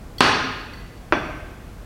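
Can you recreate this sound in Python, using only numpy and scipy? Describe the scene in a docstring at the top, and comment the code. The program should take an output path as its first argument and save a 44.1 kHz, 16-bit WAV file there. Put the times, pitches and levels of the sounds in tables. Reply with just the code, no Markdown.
"""A glass conical flask knocks hard on a tile, then is set down again more softly, in a bare laboratory.
Each knock is a coloured impulse plus a noise rattle through tile and bench resonances, with decaying
glass modes and a bench boom. Two light touches on a burette tip are short rings with a noise scrape.
Noise tails give about a second of room; coloured noise and hum lines make the ventilation.
A fast limiter holds the highest peaks at full scale."""
import sys
import numpy as np
from scipy import signal
from scipy.fft import rfft, irfft, next_fast_len
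from scipy.io import wavfile
from scipy.ndimage import uniform_filter1d, minimum_filter1d

SR = 44100
rng = np.random.default_rng(int(sys.argv[2]) if len(sys.argv) > 2 else 0)


def file_out(sig):
    """Save sig as 16-bit WAV at sys.argv[1]."""
    # one column per channel
    cols = np.atleast_2d(sig).T
    # limit, then scale
    lim = np.clip(cols, -1, 1)
    pcm = np.round(lim * 32767).astype(np.int16)
    wavfile.write(sys.argv[1], SR, pcm)


N = 81585

# flask on tile, hard then soft: t/s, blow/dB, rattle/dB, rattle t60/s, room/dB, room gap/s, boom/dB
KNOCKS = [(0.2064, 26, 2, 0.033, 5, .006, -34.5), (1.1237, 24.5, -0.5, 0.17, -2, .002, -39)]


def amp(db):
    """Amplitude ratio of a level in dB."""
    return 10 ** (np.asarray(db) / 20)


def unit(x):
    """x scaled to unit rms."""
    return x / np.sqrt(np.mean(x ** 2) + 1e-20)


def clock():
    """Sample times in s."""
    return np.arange(N) / SR


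def along(points, hz):
    """Interpolate (f/Hz, value) points on a log frequency axis."""
    f, v = np.transpose(points)
    return np.interp(np.log(hz + 1), np.log(f + 1), v)


def fade(t, t60):
    """Exponential decay by 60 dB in t60 seconds."""
    return np.exp(-np.log(1000) * t / t60)


def delayed(x, lag_s):
    """x later by lag_s, cut to N samples."""
    return np.pad(x, (max(round(lag_s * SR), 0), 0))[:N]


def coloured(x, points):
    """x through a minimum-phase filter with the given (f/Hz, level/dB) shape."""
    m = 2 * next_fast_len(N)
    log_gain = np.log(amp(along(points, np.fft.rfftfreq(m, 1 / SR))))
    cepstrum = irfft(log_gain, m)
    # fold onto positive time: causal response
    cepstrum[1:m // 2] *= 2
    cepstrum[m // 2 + 1:] = 0
    return irfft(rfft(x, m) * np.exp(rfft(cepstrum)), m)[:N]


def evened(x, size):
    """x with its spectrum levelled to unit power over a sliding band of size bins."""
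    z = rfft(x, 2 * N)
    power = np.abs(uniform_filter1d(np.abs(z) ** 2, size))
    return irfft(z / np.sqrt(power + 1e-12))[:N]


def ring(modes, rise_s):
    """Sum of damped sines from (f/Hz, t60/s, level/dB) rows, random phase, soft onset."""
    t = clock()
    waves = np.zeros(N)
    for hz, t60, db in modes:
        waves += amp(db) * fade(t, t60) * np.sin(2 * np.pi * (hz * t + rng.random()))
    return waves * (1 - np.exp(-t / rise_s))


def knocks():
    """Base on tile: an impulsive blow and a brief rattle excite bench, glass and room."""
    # contact colour: f/Hz, hard/dB, soft/dB
    contact = [(39.7, -21, -22), (133, -11, -13.5), (273, -4, -3), (496, -4, -4), (726, -3.5, -4),
               (1230, -2, -4.5), (1660, -2.5, -8), (2300, -6, -8.5), (2500, -3, -7), (3700, -9.5, -25.5),
               (4220, -8.5, -26), (6210, -19, -32.5), (7580, -31, -53), (11000, -42.5, -50),
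               (16000, -58, -62)]
    # near-surface echoes: delay/s, level/dB
    walls = [(.0022, -9), (.0052, -10), (.0112, -11)]
    t, out = clock(), np.zeros(N)
    for k, (start_s, blow_db, rattle_db, rattle_t60, room_db, gap_s, boom_db) in enumerate(KNOCKS):
        colour = [(hz, levels[k] + blow_db) for hz, *levels in contact]
        blow = bench(dispersed(coloured(signal.unit_impulse(N), colour)), index=k)
        chatter = evened(rng.standard_normal(N) * fade(t, rattle_t60), size=400)
        rattle = bench(coloured(chatter, colour), index=k)
        body = glass(index=k)
        early = sum(amp(db) * delayed(blow, lag_s) for lag_s, db in walls)
        tail = amp(room_db) * delayed(room(blow + body), gap_s)
        knock = blow + amp(rattle_db) * rattle + body + early + tail + amp(boom_db) * boom()
        out += delayed(knock, start_s)
    return out


def hard_edge():
    """Extra snap of the hard knock: a dispersed impulse, strongest in the treble."""
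    # edge colour: f/Hz, level/dB
    snap = [(300, -21), (2000, -3), (3500, 4), (5500, -9), (6800, -7), (7900, 5), (9500, -9), (12500, -20),
            (16000, -42)]
    snap_db = 14.5
    edge = dispersed(coloured(signal.unit_impulse(N), snap))
    return delayed(amp(snap_db) * edge, KNOCKS[0][0])


def glass(index):
    """Flask ring for one contact; each mode beats with a weaker twin on either side."""
    # flask modes: f/Hz, t60/s, hard/dB, soft/dB, neck touch/dB
    flask = [(2046, .12, -31, -43, -60), (2536, .08, -26, -35, -65), (2882, .2, -33, -45, -65),
             (3360, .14, -32, -36, -39), (3460, .3, -44, -38, -55), (4100, .15, -31, -65, -54),
             (4465, .3, -29, -49, -43), (5103, .1, -42, -50, -52), (5706, .25, -39, -54, -46),
             (5790, .25, -44, -42, -50), (7585, .25, -54, -72, -68), (8200, .25, -44, -60, -63),
             (9400, .2, -57, -72, -65), (10605, .18, -47, -69, -65), (12500, .15, -57, -76, -68),
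             (13150, .15, -62, -80, -70), (13950, .15, -62, -80, -70)]
    rise_s, split_ratio, twin_db = 0.00067, 0.00386, -5.5  # split: mean twin offset over mode pitch
    modes = [(hz, t60, levels[index]) for hz, t60, *levels in flask]
    twins = []
    for hz, t60, db in modes:
        for side in (-1, 1):
            twin_hz = hz * (1 + side * split_ratio * (.5 + rng.random()))
            twins.append((twin_hz, t60, db + twin_db))
    return ring(modes + twins, rise_s)


def dispersed(x):
    """Bending waves in the tile: the bass arrives later than the treble."""
    bass_lag_s, half_lag_hz = 0.00137, 608
    hz = np.fft.rfftfreq(2 * N, 1 / SR)
    lag_s = bass_lag_s / (1 + hz / half_lag_hz)
    phase = 2 * np.pi * np.cumsum(lag_s) * hz[1]  # integrated group delay
    return irfft(rfft(x, 2 * N) * np.exp(-1j * phase))[:N]


def bench(x, index):
    """x plus second-order resonances of tile and bench, for one knock."""
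    # tile and bench modes: f/Hz, width/Hz, hard gain/dB, soft gain/dB
    resonances = [(180, 20, 0, -12), (255, 35, 4, -6), (310, 50, -8, 6), (398, 16, 4, -8),
                  (611, 16, -20, 9), (668, 25, -20, 1), (778, 20, 0, -20), (858, 35, 3, -10),
                  (1050, 55, 4, -4), (1150, 40, -20, -2), (1243, 28, 5, -1), (1382, 22, -20, 3),
                  (1428, 22, 0, -20), (1545, 75, -3, 5), (1665, 40, -1, -20)]
    f = np.fft.rfftfreq(2 * N, 1 / SR)
    peaks = 0
    for hz, width_hz, *gains in resonances:
        damping = 1j * f * width_hz
        peaks = peaks + amp(gains[index]) * damping / (hz * hz - f * f + damping)
    return irfft(rfft(x, 2 * N) * (1 + peaks))[:N]


def boom():
    """Bench frame: low coloured noise that swells and fades after a knock."""
    # frame colour: f/Hz, level/dB
    frame = [(30, -32), (70, -7), (110, -3), (180, -4), (260, -22.5), (600, -57)]
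    peak_s = 0.085
    u = clock() / peak_s
    return unit(coloured(rng.standard_normal(N), frame)) * u * np.exp(1 - u)


def touches():
    """Neck grazes the burette tip: tip, tube and flask modes ring under a noise scrape."""
    # light touches: t/s, level/dB, room/dB, tube ping/dB
    grazes = [(0.1827, -1, -1, -42), (0.734, -16, 2, -21.5)]
    # burette tip modes: f/Hz, t60/s, level/dB
    tip = [(3230, 0.019, -28), (4500, 0.033, -22), (11800, 0.017, -34)]
    rise_s, scrape_db, scrape_t60 = 0.0013, -36.5, 0.027
    tube_hz, tube_t60 = 1993, 0.062
    out = np.zeros(N)
    for start_s, db, room_db, ping_db in grazes:
        scrape = amp(scrape_db) * rng.standard_normal(N) * fade(clock(), scrape_t60)
        burette = ring([*tip, (tube_hz, tube_t60, ping_db)], rise_s)
        tick = burette + glass(index=2) + scrape
        out += amp(db) * delayed(tick + amp(room_db) * room(tick), start_s)
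    return out


def room(x):
    """Convolve x with a fresh diffuse noise tail: quick build-up, frequency-dependent decay."""
    # reverberation: f/Hz, t60/s
    decay = [(80, 0.68), (250, 1.29), (600, 0.91), (1300, 1.03), (2700, 1.103), (4200, 0.98), (6000, .8),
             (9000, 0.49), (15000, 0.32)]
    build_s = 0.0093
    hz, t, z = signal.stft(rng.standard_normal(N), SR, nperseg=256)
    tail = signal.istft(z * fade(t, along(decay, hz)[:, None]), SR, nperseg=256)[1][:N]
    tail = evened(tail * (1 - np.exp(-clock() / build_s)), size=160)
    return signal.fftconvolve(x, tail)[:N]


def ventilation():
    """Steady rumble and hiss from coloured noise, with a few faint hum sines."""
    # rumble and hiss colour: f/Hz, level/dB
    air = [(12, -39), (20, -5.5), (50, 3), (81, -8), (177, -10), (262, -14), (301, -15.5), (485, -20),
           (607, -20.5), (780, -22), (976, -25), (1330, -26.5), (2820, -34.5), (3070, -35.5),
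           (16000, -46.5)]
    # hum lines: f/Hz, rms level/dB
    hum_lines = [(47, -53), (100, -50), (339, -63.5), (479, -61)]
    air_db = -39  # rms
    hum = np.zeros(N)
    for hz, db in hum_lines:
        hum += amp(db) * np.sqrt(2) * np.sin(2 * np.pi * (hz * clock() + rng.random()))
    return amp(air_db) * unit(coloured(rng.standard_normal(N), air)) + hum


def scene():
    """Mono sum of all layers."""
    return (knocks() + hard_edge() + touches() + ventilation())[None]


def record(dry):
    """Fast limiter at full scale, then a brick-wall low-pass."""
    ceiling, limit_s, top_hz = 1.0, .0006, 16000
    size = int(limit_s * SR)
    needed = np.minimum(1, ceiling / (np.abs(dry) + 1e-9))
    held = dry * uniform_filter1d(minimum_filter1d(needed, size), size)
    passed = np.fft.rfftfreq(2 * N, 1 / SR) < top_hz
    return irfft(rfft(held, 2 * N) * passed)[:, :N]


dry = scene()
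out = record(dry)
file_out(out)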